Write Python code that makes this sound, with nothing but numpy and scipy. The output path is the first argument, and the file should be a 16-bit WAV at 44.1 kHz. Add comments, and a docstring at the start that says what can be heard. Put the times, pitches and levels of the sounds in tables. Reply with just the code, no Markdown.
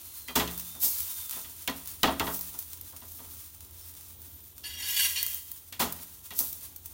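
"""An oiled flatbread sizzles on a hot iron griddle while steam whistles thinly and a gas burner rumbles below.
A steel spatula pats and knocks the pan; the flipped bread slaps down twice, and later the blade scrapes under it.
Frying is made of random clicks, steam of sagging tones, and the burner of shaped noise with a wavering hum.
Blows are bursts of shaped noise plus ringing tones; oil spits are snaps with a brief sputter.
The scrape is a stream of random slips that rings the blade's resonances."""
import sys
import numpy as np
from scipy import signal
from scipy.fft import rfft, irfft
from scipy.io import wavfile

SR = 44100
rng = np.random.default_rng(int(sys.argv[2]) if len(sys.argv) > 2 else 0)


def transcribe(u):
    """Save the signal u as a 16-bit wav file named by the first command-line argument.

    u: samples, shape (n,) or (channels, n), limited to [-1, 1]; the rate is SR.
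    q: integer samples, one column per channel.
    """
    v = np.clip(np.atleast_2d(u).T, -1, 1)
    q = np.round(v * 32767).astype(np.int16)
    wavfile.write(sys.argv[1], SR, q)


N = 305613
TIME = np.arange(N) / SR  # seconds
FREQS = np.fft.rfftfreq(2 * N, 1 / SR)  # Hz

# pushes of the blade under the bread:
# start_s, length_s, ringing_db (before the mix), rasp_db (gritty rasp compared with the ringing)
STROKES = [(4.634, 0.18, -40, -20), (4.782, .18, -35, -7), (4.96, 0.09, -27.5, -1.5),
           (5.155, 0.029, -31.5, -13), (5.273, 0.044, -49.5, 7.5)]


def undb(db):
    """Turn decibels into a gain."""
    return 10 ** (np.asarray(db) / 20)


def unit(x):
    """Scale to an rms (average strength) of 1."""
    return x / np.sqrt(np.mean(x ** 2))


def unit_gain(response):
    """Rms gain that a response gives to white noise."""
    return np.sqrt(np.mean(np.abs(response) ** 2))


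def add(out, start_s, x):
    """Mix x into out from a given time."""
    i = max(int(start_s * SR), 0)
    out[i:i + len(x)] += x[:max(len(out) - i, 0)]


def filtered(x, response):
    """Apply a frequency response."""
    return irfft(rfft(x, 2 * N) * response)[:N]


def colour(points):
    """Frequency response through (pitch_hz, level_db) points that never sounds ahead of its input."""
    hz, db = np.transpose(points)
    level_db = np.interp(np.log(FREQS + 1), np.log(hz), db)
    # folding the cepstrum forward in time makes the response causal
    cepstrum = irfft(np.log(undb(level_db)))
    cepstrum[1:N] *= 2
    return np.exp(rfft(cepstrum[:N], 2 * N))


def resonances(rows):
    """Response of (pitch_hz, width_hz, level_db) resonances side by side."""
    total = 0
    for hz, width_hz, db in rows:
        loss = 1j * FREQS * width_hz
        total = total + undb(db) * loss / (hz * hz - FREQS ** 2 + loss)
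    return total


def walk(rate):
    """Random wander along straight lines, `rate` new points a second, with a spread near 1."""
    knots = rng.standard_normal(4096)
    return 1.264 * np.interp(TIME * rate, np.arange(len(knots)), knots)


def clicks(rate, spread_db):
    """Random clicks, about `rate` a second, a few of them much larger than the rest."""
    size = undb(spread_db * np.minimum(rng.exponential(size=N), 5.5))
    happens = rng.random(N) < rate / SR
    return happens * rng.choice([-1, 1], N) * size


def ring(modes):
    """Struck tones (pitch_hz, starting rms level_db, t60_s to drop 60 dB) dying away."""
    t = TIME[:SR]
    total = 0
    for hz, db, t60 in modes:
        strength = np.sqrt(2) * undb(db - 60 * t / t60)
        total = total + strength * np.sin(2 * np.pi * (hz * t + rng.random()))
    return total


def kitchen(x, near_db, tail_db, near_t60=0.054, tail_t60=0.51):
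    """Direct sound, quick reflections off pan and stove, and the tail of the room; keeps the power."""
    t = TIME[:SR // 2]
    response = (t == 0) * 1.
    for db, t60 in ((near_db, near_t60), (tail_db, tail_t60)):
        echo = rng.standard_normal(len(t)) * undb(-60 * t / t60) * (t > .0003)
        response = response + undb(db) * echo / np.linalg.norm(echo)
    return signal.fftconvolve(x, response / np.linalg.norm(response))[:N]


def swell(top_s, rise_s, fade_s):
    """Envelope that swells to 1 at its top and then dies away."""
    since = TIME - top_s
    return np.exp(-np.where(since < 0, (since / rise_s) ** 2, since / fade_s))


def bubbling(db, points, count=4):
    """Tiny steam bubbles burst all round the bread: fine fizz and coarser crackle, denser as it fries harder."""
    busy = undb(.6 * (db + 42))  # density is 1 at -42 dB
    gain = undb(db + 3.0 * walk(35))
    out = 0
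    for _ in range(count):  # each place on the pan has its own reflections
        fizz = unit(clicks(2000 * busy, spread_db=2.5) / np.sqrt(busy))
        crackle = unit(clicks(110 * busy, spread_db=6.5) / np.sqrt(busy))
        bubbles = fizz + undb(-6.0) * crackle
        out = out + kitchen(bubbles * gain, near_db=-3.0, tail_db=-3)
    oil = colour(points)
    return filtered(out, oil / unit_gain(oil)) / np.sqrt(count)


def sizzle():
    """Frying that fades as the bread dries; every press squeezes out steam, flares brightly, then boils off."""
    # frying level from the start and after each landing: start_s, level_db (before the mix)
    frying_levels = [(0.0, -44.5), (0.36, -42), (5.8, -48.5)]
    # pressing or prising the bread makes the oil flare up: top_s, level_db (before the mix), swell_s, fade_s
    presses = [(0.846, -25, 0.032, 0.12), (2.36, -34, 0.085, 0.033), (3.1, -47.5, 0.07, 0.16),
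               (4.98, -29.5, 0.096, .11), (5.299, -40.5, 0.14, 0.07), (5.905, -41, 0.016, 0.011),
               (6.408, -31, 0.06, 0.069)]
    # tone colour of the bursting oil bubbles: pitch_hz, level_db (relative)
    fizz_colour = [(290, -33), (500, -27), (677, -29), (1010, -14), (1660, -18), (3670, -12), (5050, -12.5),
                   (5920, -8.5), (7900, -10.5), (8610, -6.5), (12000, -6.5), (15800, 0)]
    # tone colour of the flares: pitch_hz, level_db (relative)
    flare_colour = [(1500, -30), (4000, -11.5), (6000, -7.5), (10000, -6), (12500, 1), (15800, 2.5)]
    drying_db_per_s = 2
    # pressed-out moisture boils off later, weaker and slower than the flare
    boil_lag_s, boil_db, boil_slower = 0.13, -12.5, 2.6

    frying, flare, boil = np.zeros(N), 1e-4, 0
    for start_s, db in frying_levels:
        fading = undb(db - drying_db_per_s * (TIME - start_s))
        frying = np.where(TIME >= start_s - .002, fading, frying)
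    for top_s, db, rise_s, fade_s in presses:
        flare = flare + undb(db) * swell(top_s, rise_s, fade_s)
        slow_swell = swell(top_s + boil_lag_s, rise_s * boil_slower, fade_s * boil_slower)
        boil = boil + undb(db + boil_db) * slow_swell
    frying_db = 20 * np.log10(np.hypot(frying, boil) + 1e-6)
    flare_db = 20 * np.log10(flare)
    steady = undb(2.65) * bubbling(frying_db, fizz_colour)
    return steady + undb(2.5) * bubbling(flare_db, flare_colour, count=2)


def whistles():
    """Steam through pinholes in the crust: thin wavering tones that sag as the steam pressure drops."""
    # start_s, length_s, start_pitch_hz (before wavering), level_db (peak before flutter),
    # sag (share of the pitch lost by the end)
    steam_jets = [(0.0, 0.54, 4270, -58.5, 0.065), (0.484, 0.39, 3610, -55, .01),
                  (0.579, 0.21, 3880, -59, 0.052), (1.078, 0.24, 3750, -51.5, .07),
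                  (1.274, 0.19, 3590, -55.5, 0.011), (1.825, 0.14, 4880, -62.5, 0.057),
                  (1.9, 0.087, 9494, -55, .04), (3.218, 0.15, 9600, -58, 0.0092),
                  (3.812, 0.08, 5340, -58, 0.0078), (4.087, 0.48, 15500, -50, 0.16)]
    out = np.zeros(N)
    waver = 1 + 0.0078 * walk(35) + 0.0057 * walk(600)
    flutter = undb(2.2 * walk(45))
    for start_s, length_s, start_hz, db, sag in steam_jets:
        u = np.linspace(0, 1, int(length_s * SR))  # progress through the whistle
        waver_here = np.roll(waver, -int(start_s * SR))[:len(u)]
        hz = start_hz * (1 - sag * u) * waver_here
        tone = np.sin(2 * np.pi * np.cumsum(hz) / SR)
        add(out, start_s, undb(db) * np.sqrt(4 * u * (1 - u)) * tone)
    return out * flutter


def burner():
    """Low flame rumble from shaped noise, and a wavering motor hum in the kitchen."""
    # tone colour of the rumble: pitch_hz, level_db (relative)
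    flame_colour = [(13, -58), (22, -28.5), (76, -1.5), (146, -19), (231, -20.5), (269, -16.5), (444, -24),
                    (506, -27), (657, -27.5), (930, -26.5), (1260, -33), (2760, -37), (3150, -29.5),
                    (4000, -31), (5200, -68), (8800, -120)]
    flame_db, hum_db, hum_hz = -58, -60, 85.1  # middle values; all three wander
    rumble = unit(filtered(rng.standard_normal(N), colour(flame_colour)))
    flame = rumble * undb(flame_db + 1.43 * walk(6))
    wavering_hz = hum_hz * (1 + 0.012 * walk(4.9))
    hum = np.sqrt(2) * np.sin(2 * np.pi * np.cumsum(wavering_hz) / SR)
    return flame + hum * undb(hum_db + 4.9 * walk(4.9))


def contacts():
    """Every touch on the pan: (start_s, thud_db, clack_db, boom_db, splash_db, contact_s); harder pats are shorter."""
    # the flipped bread lands on one edge, then the rest flops down: start_s, thud_db (before the mix),
    # boom_db (stove top compared with the thud), contact_s, flop_after_s
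    slaps = [(0.3533, -25, 4.5, 0.0051, 0.042), (5.793, -28.5, -2.5, 0.0083, 0.025)]
    # the spatula pats and knocks: start_s, thud_db (before the mix), clack_db (compared with the thud),
    # second_knock_after_s (until a softer second contact, 0 if there is none)
    pats = [(0.282, -44.5, 6, 0.011), (0.474, -49.5, 12, 0.043), (0.743, -51, -6, 0), (0.826, -44, -1, 0),
            (1.323, -54.5, 9, 0.0032), (1.358, -47, -2, 0), (1.443, -55, 8, 0), (1.675, -33.5, 6, 0.0031),
            (2.031, -21, 2, 0.039), (2.196, -26, -0.5, 0.069), (2.534, -51.5, -15, 0),
            (2.921, -54, -9.5, 0), (3.014, -53.5, -0.5, 0.0041), (3.186, -50, -4.5, 0.049),
            (5.723, -58.5, 17.5, 0.025), (5.986, -55, 4, 0), (6.305, -48, 6.5, 0), (6.387, -41.5, -16, 0)]
    slap_clack_db, slap_wet_db = -1.5, 1.5  # compared with the thud
    # thud compared with the landing; clack and splash compared with that thud
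    flop_db, flop_clack_db, flop_wet_db, flop_contact_s = -5, 3, 0.5, 0.0025
    pat_wet_db = 1  # splash compared with the clack
    # contact time of a pat at the reference level, and the rise in level that halves it
    pat_contact_s, pat_reference_db, contact_halving_db = 0.00086, -24, 18
    # second thud compared with the pat; clack and splash compared with that thud
    second_db, second_clack_db, second_wet_db, second_contact_s = -5.5, -4, -25, 0.004

    rows = []
    for s, db, boom_db, contact_s, after_s in slaps:
        rows.append((s, db, db + slap_clack_db, db + boom_db, db + slap_wet_db, contact_s))
        flop = db + flop_db
        rows.append((s + after_s, flop, flop + flop_clack_db, flop, flop + flop_wet_db, flop_contact_s))
    for s, db, clack_db, after_s in pats:
        contact_s = pat_contact_s * 2 ** ((pat_reference_db - db) / contact_halving_db)
        rows.append((s, db, db + clack_db, db, db + clack_db + pat_wet_db, contact_s))
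        if after_s > 0:
            second = db + second_db
            clack, splash = second + second_clack_db, second + second_wet_db
            rows.append((s + after_s, second, clack, second, splash, second_contact_s))
    return rows


def blow_part(column, response, lag_s, t60, tail_db, tail_t60):
    """One part of all blows: noise swells during the contact, drops fast, and lingers in the room."""
    power, t = np.zeros(N), TIME[:SR]
    for row in contacts():
        start_s, level_db, contact_s = row[0], row[column], row[-1]
        rise = 1 - np.exp(-(t / (contact_s + lag_s)) ** 2)
        shape = rise * (undb(-60 * t / t60) + undb(tail_db - 60 * t / tail_t60))
        add(power, start_s, (undb(level_db) * shape / shape.max()) ** 2)
    return np.sqrt(power) * unit(filtered(rng.standard_normal(N), response))


def blows():
    """The wet splash swells fastest, then the clack of iron, then the thud of the stove top, which rings on."""
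    # resonances of the pan on its stand: pitch_hz, width_hz, level_db (relative)
    pan_modes = [(252.5, 31, -6.5), (1008, 12, -5.5), (1932, 37, -5.5), (2200, 49, -22), (2470, 27, -25),
                 (2750, 98, -14), (3344, 35, -6.5), (3850, 170, -19), (4330, 20, -1)]
    # low ringing of pan and stove top: pitch_hz, level_db (compared with the boom), t60_s (to drop 60 dB)
    stove_modes = [(71.7, -17.5, 0.66), (126, -21.5, 0.56), (173.8, -18.5, 0.88), (234.4, -16, 0.25),
                   (272, -9.5, 0.4), (340, -17.5, 0.41), (423, -8.5, 0.27), (527, -17, 0.34),
                   (653, -11.5, 0.31), (910, -5, 0.18), (1213, -9, 0.15)]
    # tone colours of the three parts of a blow, each: pitch_hz, level_db (relative)
    thud_colour = [(30, -7), (110, -9.5), (220, 1), (450, -4.5), (800, 1.5), (1300, -1), (2000, -13),
                   (4000, -65)]
    clack_colour = [(500, -22.5), (1100, -6.5), (1800, -1.5), (3400, 2.5), (4600, -6.5), (7000, -12.5),
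                    (14000, -68)]
    splash_colour = [(2000, -8), (4500, -2.5), (6500, -1.5), (10000, -4), (15500, 2.5)]

    pan = 0.3 + resonances(pan_modes)
    # the first argument picks the part's level in a contacts() row
    thud = blow_part(1, colour(thud_colour) * pan, lag_s=0.0073, t60=0.17, tail_db=-15, tail_t60=0.57)
    clack = blow_part(2, colour(clack_colour) * pan, lag_s=0.00027, t60=0.11, tail_db=-15.5, tail_t60=0.5)
    splash = blow_part(4, colour(splash_colour), lag_s=0.00015, t60=0.012, tail_db=-22.5, tail_t60=0.26)
    stove = np.zeros(N)
    for start_s, _, _, boom_db, _, contact_s in contacts():
        rise = 1 - np.exp(-TIME[:SR] / (contact_s + 0.013))
        add(stove, start_s, undb(boom_db) * ring(stove_modes) * rise)
    return undb(-2.0) * thud + undb(-1.5) * clack + undb(4.0) * splash + undb(-1.0) * stove


def free_blade():
    """The blade rings twice: a short clink stifled by the bread, then a free ring that fades slowly."""
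    # start_s, level_db, damping_t60_s (extra fading, time to drop 60 dB; long means hardly any)
    blade_rings = [(0.283, -39, 0.4), (5.229, -42, 9.0)]
    # tones of the blade: pitch_hz, level_db (relative), t60_s (before the extra fading)
    free_modes = [(2022, 0, 0.11), (1976, -17, 1.0), (2460, -8.5, 0.39), (3180, -6.5, 1), (3316, -11, .1),
                  (4650, -9, 0.24)]
    out = np.zeros(N)
    for start_s, db, t60 in blade_rings:
        add(out, start_s, undb(db - 60 * TIME[:SR] / t60) * ring(free_modes))
    return out


def spits():
    """A larger droplet of oil bursts with a sharp snap and a brief sputter."""
    # the largest spits: start_s, level_db (of the snap, before colour, room and mix)
    oil_spits = [(0.5766, -19), (0.5965, -22), (1.004, -14.5), (1.257, -23), (2.345, -20.5), (2.391, -20),
                 (2.4096, -18), (2.589, -16.5), (2.811, -24.5), (3.004, -35), (3.1181, -28), (4.217, -30.5),
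                 (5.2282, -10.5), (5.2638, -13.5), (5.3445, -18), (5.515, -21.5), (5.9236, -17),
                 (6.5278, -20.5), (6.761, -24), (6.858, -22)]
    out, t = np.zeros(N), TIME[:SR // 50]
    for start_s, db in oil_spits:
        sputter = rng.standard_normal(len(t)) * np.exp(-t / 0.0037)
        snap = t == 0
        burst = snap + undb(5.5) * sputter / np.linalg.norm(sputter)
        add(out, start_s + 0.00074, undb(db) * burst)
    oil = colour([(600, -20), (2500, -17.5), (6000, -9.5), (11000, -4), (15000, 4)])
    return undb(9.5) * kitchen(filtered(out, oil), near_db=-15, tail_db=-5.0)


def pushes():
    """Gains of ringing and rasp: each stroke bites, holds and dies away."""
    attack_s, release_s = 0.007, 0.041
    ringing, grit = 0, 0
    for start_s, length_s, db, rasp_db in STROKES:
        bite = np.clip((TIME - start_s) / attack_s, 0, 1)
        push = bite * np.exp(-np.maximum(TIME - start_s - length_s, 0) / release_s)
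        ringing = np.maximum(ringing, undb(db) * push)
        grit = np.maximum(grit, undb(db + rasp_db) * push)
    return ringing, grit


def mode_groups(count):
    """The blade's resonances dealt out like cards into groups."""
    # resonances of the blade held against the pan: pitch_hz (before bending), width_hz, level_db (relative)
    blade_modes = [(1014, 73, -17.5), (1603, 19, -16), (1688, 55, -7.5), (1940, 18, -2), (2070, 33, -6),
                   (2420, 103, -12), (2805, 41, 0), (2980, 31, 0), (3163, 62, -1), (3354, 20, 3.5),
                   (3750, 125, -7), (4430, 66, -2.5), (4640, 8.3, 4.5), (5240, 63, -4.5), (5710, 31, 0),
                   (5870, 50, -5.5), (6350, 110, -16), (6930, 17, -1), (7670, 64, -10), (8040, 43, -15),
                   (8500, 75, -6), (9370, 48, -3.5), (11340, 72, -2), (11400, 190, -16), (13500, 250, -6),
                   (14600, 250, -10)]
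    return [blade_modes[k::count] for k in range(count)]


def scrape():
    """The steel edge catches and slips on the rough iron; each slip rings the blade."""
    # tone colour of the gritty rasp: pitch_hz, level_db (relative)
    rasp_colour = [(300, -47), (1000, -21), (1700, -3), (3100, 7), (4100, -27), (5600, 3.5), (10000, 8),
                   (13000, 7), (15800, 1)]
    ringing, grit = pushes()
    first_s = STROKES[0][0]
    slips = unit(clicks(2500, spread_db=1.0) * undb(1.65 * walk(70)))
    steel = 0
    for group in mode_groups(count=5):
        # the contact point travels: modes take turns and bend a little in pitch
        bent = np.cumsum(1 + .007 * walk(12))  # uneven reading position, in samples
        tone = filtered(slips, resonances(group))
        bent += first_s * SR - np.interp(first_s, TIME, bent)  # lines up at the first stroke
        steel = steel + np.interp(bent, np.arange(N), tone) * undb(2.3 * walk(18))
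    rasp = unit(filtered(slips, colour(rasp_colour)))
    return kitchen(unit(steel) * ringing + rasp * grit, near_db=-13, tail_db=-4)


def scene():
    """Everything at the stove, mixed to one channel."""
    frying = sizzle() + whistles() + burner()
    handling = blows() + free_blade() + spits() + scrape()
    return (frying + handling)[None]


def record(dry):
    """A steep low-pass filter cuts the treble above top_hz."""
    top_hz = 15850
    low_pass = signal.ellip(10, .2, 70, top_hz, fs=SR, output="sos")
    return signal.sosfilt(low_pass, dry)


dry = scene()
out = record(dry)
transcribe(out)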